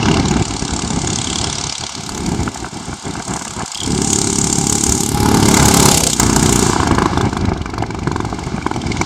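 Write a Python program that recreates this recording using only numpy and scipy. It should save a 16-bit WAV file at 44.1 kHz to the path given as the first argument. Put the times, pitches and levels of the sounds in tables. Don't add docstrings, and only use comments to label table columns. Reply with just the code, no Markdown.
import sys
import numpy as np
from scipy import signal
from scipy.fft import rfft, irfft, next_fast_len
from scipy.io import wavfile
from scipy.ndimage import uniform_filter1d

SR = 44100
rng = np.random.default_rng(int(sys.argv[2]) if len(sys.argv) > 2 else 0)


def attenuation_scalar(level_db):
    decades = np.asarray(level_db, float) / 20
    return 10 ** decades


def output_pcm(signal):
    pcm = np.clip(np.atleast_2d(signal).T, -1, 1) * 32767
    wavfile.write(sys.argv[1], SR, np.round(pcm).astype(np.int16))


N = 399105

# time in seconds, level in dB.
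WIND = [(0, -18), (.38, -20.5), (.55, -28), (1.0, -22), (1.5, -29), (2.0, -31), (2.18, -24), (2.47, -20),
        (2.55, -34), (3.6, -37), (3.9, -23), (4.5, -29), (5.2, -24), (7.0, -22), (7.6, -25), (8.27, -23),
        (8.7, -29), (8.85, -22.5)]
# middle in seconds, change in dB, half length in seconds.
GUSTS = [(1.21, -3, .12), (1.43, 3, .08), (1.76, -22, .06), (1.91, -21, .06), (2.04, -7, .05),
         (2.24, -4, .05), (2.9, 4, .04), (3.0, -16, .06), (3.07, 11, .05), (3.2, 7, .04), (3.25, -11, .04),
         (3.31, 12, .07), (3.45, -6, .07), (3.6, 9, .05), (3.73, -30, .09), (3.68, -12, .04),
         (2.705, -14, .025), (2.51, -8, .025), (0.08, 3, .15), (3.91, -8, .05), (4.33, -7, .06),
         (4.46, 5, .08), (4.81, -10, .08), (4.91, 9, .06), (5.06, -8, .05), (5.17, 7, .06), (5.62, 9, .12),
         (6.13, -14, .1), (6.23, 5, .1), (6.92, 2.5, .2), (.39, 4, .06), (.45, -6, .03), (7.005, 5, .025),
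         (6.48, 4, .04), (7.26, 9, .04), (7.31, -6, .04), (7.48, 6, .09), (7.74, 5, .08)]
# frequency in Hz, level in dB.
RUMBLE = [(15, -44), (28, -10), (65, 0.5), (200, -3), (390, -8.5), (470, -21), (560, -14.5), (850, -16.5),
          (1200, -33), (2200, -25), (4000, -55)]
# time in seconds, dB above the deep rumble.
UPPER_WIND = [(2.55, 0), (2.7, 3), (3.7, 3), (3.9, 0), (4.05, -8), (6.6, -8), (6.8, 0), (7.3, -1), (7.5, -5),
              (8.3, -4), (8.6, 0), (9.05, -3)]
# start in seconds, peak in dB.
SNAPS = [(0.69, -15), (2.174, -13.5), (2.477, -7.5), (2.557, -16), (2.644, -10), (2.663, -14), (2.928, -15),
         (3.153, -15), (3.199, -12), (3.316, -12), (3.359, -13), (3.372, -13), (3.412, -14), (3.42, -16),
         (3.453, -17), (3.47, -16), (3.587, -13), (3.596, -13), (3.605, -12), (3.615, -15), (7.836, -9),
         (8.58, -14)]
# time in seconds, share of the echo from 0 to 1.
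ROAD = [(5.1, .1), (5.5, 0.53), (6.08, 0.6), (6.15, 0.23)]
# frequency in Hz, level in dB per Hz.
ROAR = [(400, -20), (480, 0.5), (640, 1.5), (760, -12), (1000, -30)]
# time in seconds, pitch in Hz, level in dB.
CHAIN = [(3.82, 796, -45), (4.05, 795, -28.5), (4.35, 795, -37), (4.42, 792, -31), (5.1, 817, -32.5),
         (5.25, 842, -23), (5.4, 818, -24), (5.89, 828, -21), (6.05, 800, -26)]

# time in seconds, firings per second.
SPEED = [(0, 35.44), (.9, 35.39), (1.2, 35.16), (1.5, 35.53), (2.4, 35.23), (2.7, 35.59), (3.6, 34.96),
         (3.9, 35.54), (4.5, 35.18), (4.8, 35.65), (5.4, 35.54), (5.85, 34.65), (6.15, 30.19),
         (6.45, 30.83), (6.9, 27.11), (7.65, 24.08), (7.95, 23.77), (9.05, 18.97)]
# time in seconds, strength in dB.
MISFIRES = [(6.1, -5), (6.165, -6), (4.16, -2), (5.6, -5), (5.626, -1.5), (8.915, -5), (8.968, -5),
            (.225, -10), (1.98, -4), (6.132, 3), (6.198, 7.5), (4.725, 5.5), (4.838, 5), (4.384, 5),
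            (4.133, 3.5), (8.575, -16), (8.815, -16), (6.525, 3), (6.625, 3), (6.66, 3.5), (6.694, 5.5),
            (6.982, 11.5), (6.947, -0.5)]
# start in seconds, peak in dB, ring in Hz.
POPS = [(6.664, -4, 1040), (6.697, -1, 1000), (6.732, -1, 1040), (6.762, 1.5, 910), (6.801, 2.5, 1040),
        (6.831, 0, 1060), (6.91, 1, 1080), (7.132, -7.5, 1090), (7.173, 0.5, 837), (7.209, -3, 1110),
        (7.329, -4, 970), (7.367, -5.5, 1070), (7.518, -3.5, 820), (7.563, -11, 684), (7.658, -11, 1030),
        (7.737, -10, 860), (7.779, -7.5, 1000), (7.824, -4, 786), (7.905, -10.5, 960), (7.946, -9.5, 800),
        (7.988, -11, 774), (8.072, -2, 996), (8.114, -5, 985), (8.16, -2.5, 1020), (8.202, -3.5, 1010),
        (8.248, -7, 888), (8.327, -4, 715), (8.387, -12, 912), (8.664, 1, 1010), (8.713, -2.5, 910),
        (8.761, -7, 780), (8.866, -14, 780), (9.012, -1, 935)]
# time in seconds, loudness in dB, how far the engine's flank faces
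# the microphone in dB, clearness of the path in dB.
EXHAUST = [(0, -24, -9, -20), (.48, -29.5, -1.5, -30), (1.43, -24.5, -1, -35), (1.95, -29, -5, -22),
           (2.1, -32.5, 0.5, -13), (2.9, -37, 0.4, -21), (3.8, -32, 2.5, -18), (4.08, -27.5, 8, -22.5),
           (5.0, -27.5, 10, -13), (5.12, -28.5, 0.5, -4), (5.57, -20, 4, -10), (5.97, -16.5, 2.5, -6),
           (6.17, -24, 6, -13), (6.6, -23, 5, -12), (6.75, -28, -2, -19), (7.55, -38, -9.5, -13.5),
           (8.7, -38.5, -3, -16), (9.0, -29.5, -5.5, -20)]
# time in seconds, level in dB.
AIM = [(0, 6), (.36, 5.5), (.5, 2.5), (2.0, 1.5), (3.5, 3), (4.1, 0.5), (4.98, 0.5), (5.08, -2.5), (5.3, 8),
       (5.88, 8), (5.97, 1.5), (6.14, -3), (6.22, 5.5), (6.72, 4), (7.0, 7), (7.5, 2.5), (8.6, -1.5),
       (9.05, -1.5)]
# middle in seconds, change in dB, half length in seconds.
LIFTS = [
    (.9, -2.5, .4),
    (6.16, -5, .04),
    (6.33, -3, .1),
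    (6.02, -2, .08),
    (2.705, -6, .03),
    (2.51, -4, .03),
]
# middle in seconds, change in dB, half length in seconds.
GLANCES = [
    (6.76, 2, .12),
    (7.7, 1.5, .4),
    (.9, 3, .6),
    (7.3, 5, .25),
    (8.2, 2.5, .3),
    (5.3, -4, .22),
    (3.36, 6, .17),
    (4.11, 4, .1),
    (6.68, 3, .08),
    (6.95, 2.5, .15),
]
# middle in seconds, change in dB, half length in seconds.
CLEARINGS = [
    (4.45, -3, .4),
    (5.2, 2.5, .2),
    (6.55, 3, .08),
    (7.0, 6, .2),
]
# middle in seconds, added share, half length in seconds.
BLURS = [
    (2.4, .12, .3),
    (6.82, .2, .08),
    (2.9, .25, .5),
    (6.72, .5, .13),
    (6.03, -.12, .1),
    (6.95, -.12, .12),
    (7.13, .2, .08),
    (7.75, -.22, .55),
    (8.5, .2, .3),
]

# frequency in Hz, level in dB, 60 dB decay in seconds.
PIPE = [(70, -0.5, 0.073), (174, 3.5, 0.034), (290.6, 5.5, 0.023), (383, -2.5, 0.032), (825, -9.5, 0.03)]
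# frequency in Hz, gain in dB.
MUFFLER = [(25, -16), (60, 1.5), (410, 1), (500, -13), (680, -14), (780, 0.5), (2500, 11.5)]
# delay in seconds, level in dB.
WALLS = [(.0042, -12), (.0085, -8), (.0185, -9), (.024, -13)]
# middle in seconds, share, half length in seconds.
MOUTH = [
    (6.45, 1.1, .4),
    (4.1, .5, .2),
]
# frequency in Hz, level in dB per Hz.
BOOM = [(90, -30), (140, 13.5), (260, -5.5), (400, 5), (480, -15)]
CRACK = [(450, -4), (650, 0.5), (850, 3), (1100, -2), (1500, -4), (2300, -12.5), (3000, -18)]
RASP = [(1200, -25), (2000, 3), (3200, 4.5), (4500, 6), (5500, 5), (7000, -1)]
SIZZLE = [(4300, -16), (5600, -7.5), (7100, 0.5), (8400, -3), (9800, -21), (11500, -31.5)]
TOP = [(8500, 8), (10500, 8), (13000, 0.5), (15500, -7), (16300, -71)]
# time in seconds, level in dB, delay in seconds.
SLAP = [(3.66, -40, .007), (3.73, -5, .008), (3.8, -1, .010), (3.86, -4, .012), (4.0, -40, .015)]
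# middle in seconds, dB over the rest level,
# half length in seconds, ring in Hz.
SHELL = [
    (0, 26, .5, 2800),
    (1.32, 25, .45, 3350),
    (3.81, 19, .16, 3250),
    (5.58, 27, .4, 2110),
    (6.5, 15, .35, 2270),
    (7.19, 18, .07, 3490),
    (7.9, 9, .7, 2280),
    (9.05, 21, .8, 2230),
]
# start in seconds, peak in dB, ring in Hz.
KNOCKS = [(0.0558, -11, 2810), (0.0838, -9, 2880), (0.1127, -6, 2820), (0.1406, -5, 2750),
          (0.1686, -9, 2760), (0.1965, -10, 4340), (0.2544, -12, 5610), (0.2828, -7, 7170),
          (0.3112, -6, 6920), (0.4225, -11, 7320), (0.4519, -10, 7430), (0.4804, -12, 5790),
          (0.5362, -13, 6170), (0.5642, -11, 6640), (0.5941, -9, 5790), (0.6215, -12, 5790),
          (0.6495, -12, 6290), (0.6789, -11, 5820), (0.7068, -14, 7500), (0.7348, -8, 7180),
          (0.7622, -11, 7080), (0.7911, -9, 6610), (0.8196, -11, 2720), (1.0161, -12, 6590),
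          (1.0725, -6, 6690), (1.1009, -9, 6830), (1.1299, -7, 6740), (1.1578, -4, 6210),
          (1.1857, -8, 6490), (1.2142, -8, 7150), (1.2431, -6, 6530), (1.2711, -7, 3310),
          (1.2995, -9, 7020), (1.3284, -4, 3350), (1.3559, -8, 6190), (1.3843, -3, 7200),
          (1.4122, -4, 4670), (1.4412, -2, 5270), (1.4975, -10, 3370), (1.527, -9, 5910),
          (1.5534, -10, 4880), (1.5828, -5, 5730), (1.6108, -9, 6130), (1.6382, -7, 5910),
          (1.6677, -10, 6240), (1.6951, -8, 4550), (1.724, -8, 4890), (1.7515, -14, 6980),
          (1.7799, -7, 5930), (1.8083, -9, 4460), (1.8368, -10, 3330), (1.8652, -10, 5910),
          (1.8931, -11, 5900), (1.9216, -15, 5810), (1.95, -12, 4670), (2.0628, -15, 5410),
          (2.0917, -13, 4460), (2.1471, -16, 7280), (2.176, -15, 6240), (2.2613, -14, 4660)]
# start in seconds, peak in dB, ring in Hz.
CROSSING = [(3.6581, -18, 5280), (3.7165, -14, 5250), (3.7459, -8, 5020), (3.7733, -13, 5000),
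            (3.8028, -6, 3290), (3.8322, -10, 3240), (3.8601, -13, 5140), (3.918, -15, 5270),
            (3.9469, -15, 4840), (3.9764, -14, 3290)]
# start in seconds, peak in dB, ring in Hz.
RATTLES = [(6.7307, -11, 3120), (6.8016, -13, 3000), (6.8325, -14, 4650), (6.8724, -9, 5530),
           (6.9118, -13, 2730), (6.9487, -15, 4230), (6.9851, -13, 4460), (7.0201, -12, 4640),
           (7.0575, -11, 3900), (7.1338, -22, 3800), (7.1752, -10, 3430), (7.2111, -9, 3520),
           (7.2525, -19, 2850), (7.2924, -24, 2850), (7.3294, -18, 4120), (7.3693, -13, 3470),
           (7.4092, -23, 3400), (7.4526, -20, 3490), (7.49, -24, 4240), (7.5339, -30, 2860),
           (7.5738, -26, 2970), (7.6157, -24, 2950), (7.6566, -24, 2900), (7.699, -24, 4560),
           (7.7384, -22, 4200), (7.7808, -18, 4410), (7.8222, -17, 2900), (7.8621, -26, 4310),
           (7.9055, -23, 4350), (7.945, -24, 3000), (7.9894, -25, 2880), (8.0323, -26, 2740),
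           (8.0727, -19, 4190), (8.1166, -17, 4190), (8.1605, -17, 3530), (8.2039, -18, 3560),
           (8.2493, -18, 2830), (8.2977, -26, 4170), (8.3435, -26, 4340), (8.3904, -22, 3030),
           (8.4353, -25, 4530), (8.4638, -24, 2770), (8.5621, -28, 3000), (8.6224, -25, 3150),
           (8.6663, -15, 3150), (8.7117, -22, 3020), (8.7377, -22, 3640), (8.7611, -17, 3020),
           (8.815, -19, 3150), (8.8664, -16, 4880), (8.9172, -16, 4060), (8.9676, -18, 2750),
           (9.0135, -7, 5910)]
# start in seconds, peak in dB, ring in Hz.
CLANKS = [(7.452, -26, 2260), (7.4924, -27, 2410), (7.6974, -27, 2150), (7.7383, -27, 2190),
          (8.0336, -26, 2400), (8.2496, -27, 2190), (8.3449, -27, 2130), (8.4836, -27, 2170),
          (8.6248, -18, 2360), (8.8169, -21, 2170), (8.8682, -14, 2170), (8.9166, -17, 2270),
          (8.97, -15, 2160), (9.0139, -10, 2180)]
# frequency in Hz, width in Hz, depth in dB.
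NOTCHES = [(505.6, 57, -7.5), (598.4, 76, -30), (1866, 173, -25), (2516, 106, -49), (7980, 100, -19)]

COASTING_S, CATCHING_S = 6.64, 7.07
PUFF_LEAD_S = .0004


def evened(x):
    return x / np.sqrt(np.mean(x ** 2) + 1e-20)


def curve(rows):
    s, *columns = np.transpose(rows)
    return [np.interp(np.arange(N) / SR, s, c) for c in columns]


def bumps(rows):
    s = np.arange(0, N / SR + .01, .002)
    total = sum(height * np.maximum(1 - abs(s - mid) / half, 0) for mid, height, half, *_ in rows)
    return curve(np.transpose([s, total]))[0]


def colour(x, points):
    size = next_fast_len(len(x))
    f, db = np.transpose(points)
    hz = np.fft.rfftfreq(size, 1 / SR)
    gain = attenuation_scalar(np.interp(np.log(hz + 1), np.log(f), db, -90, -90))
    return irfft(rfft(x, size) * gain, size)[:len(x)]


def train(at, size):
    clicks = np.zeros(N)
    clicks[np.clip((at * SR).astype(int), 0, N - 1)] = size
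    return clicks


def levelled(x, order=5000):
    power = uniform_filter1d(uniform_filter1d(x ** 2, order), order)
    return x / np.sqrt(power + 1e-12)


def resonate(x, hz, width):
    turn = np.exp(2j * np.pi * np.cumsum(hz) / SR)
    r = np.exp(-np.pi * width / SR)
    smooth = signal.lfilter([(1 - r) ** 2], [1, -2 * r, r * r], x / turn)
    return 2 * (turn * smooth).real


def gusts_db():
    return curve(WIND)[0] + bumps(GUSTS)


def wind():
    lumps = evened(uniform_filter1d(uniform_filter1d(rng.standard_normal(N), 500), 500))
    struck = rng.random(N) < 900 / SR
    eddies = attenuation_scalar(3.5 * np.minimum(rng.exponential(1, N), 4)) * struck
    drive = evened(eddies * rng.choice([-1., .7], N)) + .5 * rng.standard_normal(N)
    gust = evened(colour(drive, RUMBLE))
    deep = colour(gust, [(5, 0), (110, 0), (170, -30)])
    balanced = deep + attenuation_scalar(curve(UPPER_WIND)[0]) * (gust - deep)
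    return attenuation_scalar(gusts_db() + 3.07 * lumps + 4.0) * balanced


def snaps():
    at, db = np.transpose(SNAPS)
    t = np.arange(900) / SR
    burst = (t / 0.0015) * np.exp(1 - t / 0.0017)
    gate = signal.oaconvolve(train(at, attenuation_scalar(db - 5.5)), burst)[:N]
    return gate * evened(colour(rng.standard_normal(N), CRACK))


def tyres():
    alongside = (curve(ROAD)[0] / ROAD[2][1]) ** 3
    return alongside * attenuation_scalar(-19) * evened(colour(rng.standard_normal(N), ROAR))


def chain():
    hz, db = curve(CHAIN)
    first, last = CHAIN[0][0], CHAIN[-1][0]
    near, = curve([(first - .1, 0), (first, 1), (last - .1, 1), (last, 0)])
    return near * attenuation_scalar(db - 0.5) * evened(resonate(rng.standard_normal(N), hz, 51))


def rattles():
    out, t = np.zeros(N + 600), np.arange(600) / SR
    swell_s = .0013
    swell = (t / swell_s) * np.exp(1 - t / swell_s)
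    rows = [(s, db - 9.5, hz) for s, db, hz in list(KNOCKS) + list(CROSSING) + list(RATTLES)]
    rows += [(s, db - 2.5, hz) for s, db, hz in CLANKS]
    for (s, peak_db, hz), (apart, turn) in zip(rows, rng.random((len(rows), 2))):
        k = int((s - PUFF_LEAD_S) * SR)
        second_hz = hz * (.94 + .12 * apart)
        pair = np.sin(2 * np.pi * hz * t) + .4 * np.sin(2 * np.pi * (second_hz * t + turn))
        out[k:k + 600] += attenuation_scalar(peak_db) * swell * pair
    return out[:N]


def firings():
    turns = .03 + np.cumsum(curve(SPEED)[0]) / SR
    at = np.interp(np.arange(1, int(turns[-1]) + 1), turns, np.arange(N) / SR)
    luck = rng.standard_normal((len(at), 2))
    db = 2.3 * luck[:, 0] + np.where(at > COASTING_S, -17 + 8, 0)
    hz = 900 * (1 + 0.3 * luck[:, 1])
    catching = (at > COASTING_S) & (at < CATCHING_S)
    db[catching] = 1.2 + 7.5 + luck[catching, 0]
    hz[catching] = 1040 * (1 + .04 * luck[catching, 1])
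    for s, strength_db in MISFIRES:
        db[np.argmin(abs(at - s))] = strength_db
    for s, peak_db, ring_hz in POPS:
        k = np.argmin(abs(at - s))
        at[k], db[k], hz[k] = s, peak_db + 7.5, ring_hz
    return at, db, hz


def hiss_firings(at, db, loud_db):
    keep = at < RATTLES[0][0] - .015
    at, db = at[keep], db[keep]
    db = db + np.where(at < CROSSING[-1][0], -1.5, 0)
    for s, peak_db, _ in list(KNOCKS) + list(CROSSING):
        k = np.argmin(abs(at - s))
        at[k] = s - PUFF_LEAD_S
        db[k] = np.clip(peak_db - loud_db[int(s * SR)] - 14, -4, 5)
    s, peak_db, _ = np.transpose(RATTLES)
    return np.r_[at, s - PUFF_LEAD_S], np.r_[db, peak_db + 18]


def puffs(at, db, points, swell, tail, between, patchy_db):
    t = np.arange(1500) / SR
    shape = (t / swell) ** 2 * np.exp(-t / swell)
    shape = shape + tail * (1 - np.exp(-t / swell)) * np.exp(-t / 0.019)
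    white = rng.standard_normal(N)
    hz, _, z = signal.stft(white, SR, nperseg=128)
    patches = evened(uniform_filter1d(rng.standard_normal((len(at) + 1, len(hz))), 2, 1))
    which = np.searchsorted(at, np.arange(z.shape[1]) * 64 / SR + 0.0015)
    patchy = signal.istft(z * attenuation_scalar(patchy_db * patches[which].T), SR, nperseg=128)[1][:N]
    gate = signal.oaconvolve(train(at, attenuation_scalar(db)), shape)[:N]
    road_echo = curve(ROAD)[0] * np.roll(gate, int(.0045 * SR))
    gate = levelled(gate + road_echo, order=9000)
    share = np.clip(between, 0, 1)
    puff = evened(colour(patchy, points))
    wash = evened(colour(white[::-1], points))
    return np.sqrt(1 - share ** 2) * gate * puff + share * wash


def shell(at, db, slap):
    knock = puffs(at, .6 * db, RASP, swell=.0011, tail=.02, between=.15, patchy_db=5)
    mid, _, half, ring_hz = np.transpose(SHELL)
    which = np.searchsorted(mid + half, np.arange(N) / SR)
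    shell_hz = ring_hz[np.clip(which, 0, len(mid) - 1)]
    ring = resonate(knock + 3 * slap, shell_hz, 370)
    return attenuation_scalar(bumps(SHELL) - 50) * levelled(ring, order=9000)


def hiss(at, db, slap, rasp_db, between):
    _, flank_db, clear_db = curve(EXHAUST)
    sizzle_db = rasp_db + flank_db + bumps(GLANCES)
    top_db = sizzle_db + clear_db + bumps(CLEARINGS)
    rasp = puffs(at, 0.58 * db, RASP, swell=0.0014, tail=0.058, between=1.36 * between, patchy_db=3.4)
    sizzle = puffs(at, 0.75 * db, SIZZLE, swell=0.0014, tail=0.033, between=0.95 * between, patchy_db=1.5)
    top = puffs(at, 1.3 * db, TOP, swell=0.00093, tail=.05, between=0.72 * between, patchy_db=1.5)
    return attenuation_scalar(rasp_db) * (rasp + slap) + attenuation_scalar(sizzle_db) * sizzle + attenuation_scalar(top_db) * top


def crack(at, db, loud_db, between):
    open_db = 4 / (1 + np.exp((6.1 - np.arange(N) / SR) / .05))
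    gust_db = .55 * np.maximum(bumps(GUSTS), -5)
    crack_db = -13 + .52 * loud_db + curve(AIM)[0] + open_db + gust_db
    noise = puffs(at, db, CRACK, swell=.0012, tail=.15, between=1.5 * between, patchy_db=4)
    return attenuation_scalar(crack_db - 4) * noise


def pops(at, db, hz):
    out, t = np.zeros(N + 600), np.arange(600) / SR
    swell = (t / .001) * np.exp(1 - t / .001)
    thud = -.7 * np.sin(2 * np.pi * 300 * t) * (t / 0.0014) * np.exp(1 - t / 0.0016)
    for s, g, f in zip(at, db, hz):
        if s > COASTING_S:
            k = int(s * SR)
            ring = np.sin(2 * np.pi * f * t) + .45 * np.sin(2 * np.pi * 1.5 * f * t)
            out[k:k + 600] += attenuation_scalar(g - 11.5) * (swell * ring + thud)
    return out[:N]


def thump(at, db):
    t = np.arange(3000) / SR
    ring = sum(-attenuation_scalar(g - 60 * t / t60) * np.sin(2 * np.pi * hz * t) for hz, g, t60 in PIPE)
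    blows = at + .0008 + .00022 * rng.standard_normal(len(at))
    direct = signal.oaconvolve(train(blows, attenuation_scalar(.45 * db)), ring)[:N]
    heard = direct + sum(attenuation_scalar(g) * np.roll(direct, int(s * SR)) for s, g in WALLS)
    boom = attenuation_scalar(-5.5) * puffs(at, .5 * db, BOOM, swell=.002, tail=.3, between=.5, patchy_db=1.5)
    s = np.arange(N) / SR
    near = (s > 3.86) & (s < 6.72)
    level_db = np.where(near, curve(AIM)[0] - 19.5, gusts_db() - 4.5)
    pipe = levelled(colour(heard, MUFFLER))
    mouth_band = signal.butter(1, (130, 230), "bandpass", fs=SR, output="sos")
    mouth = bumps(MOUTH) * signal.sosfilt(mouth_band, pipe)
    return attenuation_scalar(uniform_filter1d(level_db, 900)) * (pipe + mouth + boom)


def exhaust():
    at, db, hz = firings()
    loud_db = curve(EXHAUST)[0]
    rasp_db = loud_db + bumps(LIFTS)
    between = .47 - .004 * (rasp_db + 29) + bumps(BLURS)
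    low = thump(at, db) + pops(at, db, hz)
    cracks = crack(at, db, loud_db, between)
    at, db = hiss_firings(at, db, loud_db)
    late = np.interp(at, *np.transpose(SLAP)[::2])
    slap = puffs(at + late, .3 * db, RASP, swell=.0007, tail=.01, between=0, patchy_db=4)
    slap = attenuation_scalar(curve(SLAP)[0]) * slap
    return cracks + hiss(at, db, slap, rasp_db, between) + shell(at, db, slap) + rattles() + low


def scene():
    return (wind() + snaps() + tyres() + chain() + exhaust())[None]


def low_pass(x):
    return signal.sosfilt(signal.butter(12, 16310, fs=SR, output="sos"), x)


def record(dry):
    size = next_fast_len(N)
    hz = np.fft.rfftfreq(size, 1 / SR)
    gain = np.prod([1 - (1 - attenuation_scalar(db)) / (1 + (2 * (hz - f) / w) ** 2) for f, w, db in NOTCHES], 0)
    gain = gain * hz ** 2 / (hz ** 2 + 40 ** 2)
    x = irfft(rfft(dry, size) * gain, size)[:, :N]
    x = x / (1 + abs(x / .98) ** 4) ** .25
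    edge = signal.firwin(511, 16330, window=("kaiser", 9), fs=SR)
    mix = signal.oaconvolve(x, edge[None], "same")
    return low_pass(mix)


dry = scene()
out = record(dry)
output_pcm(out)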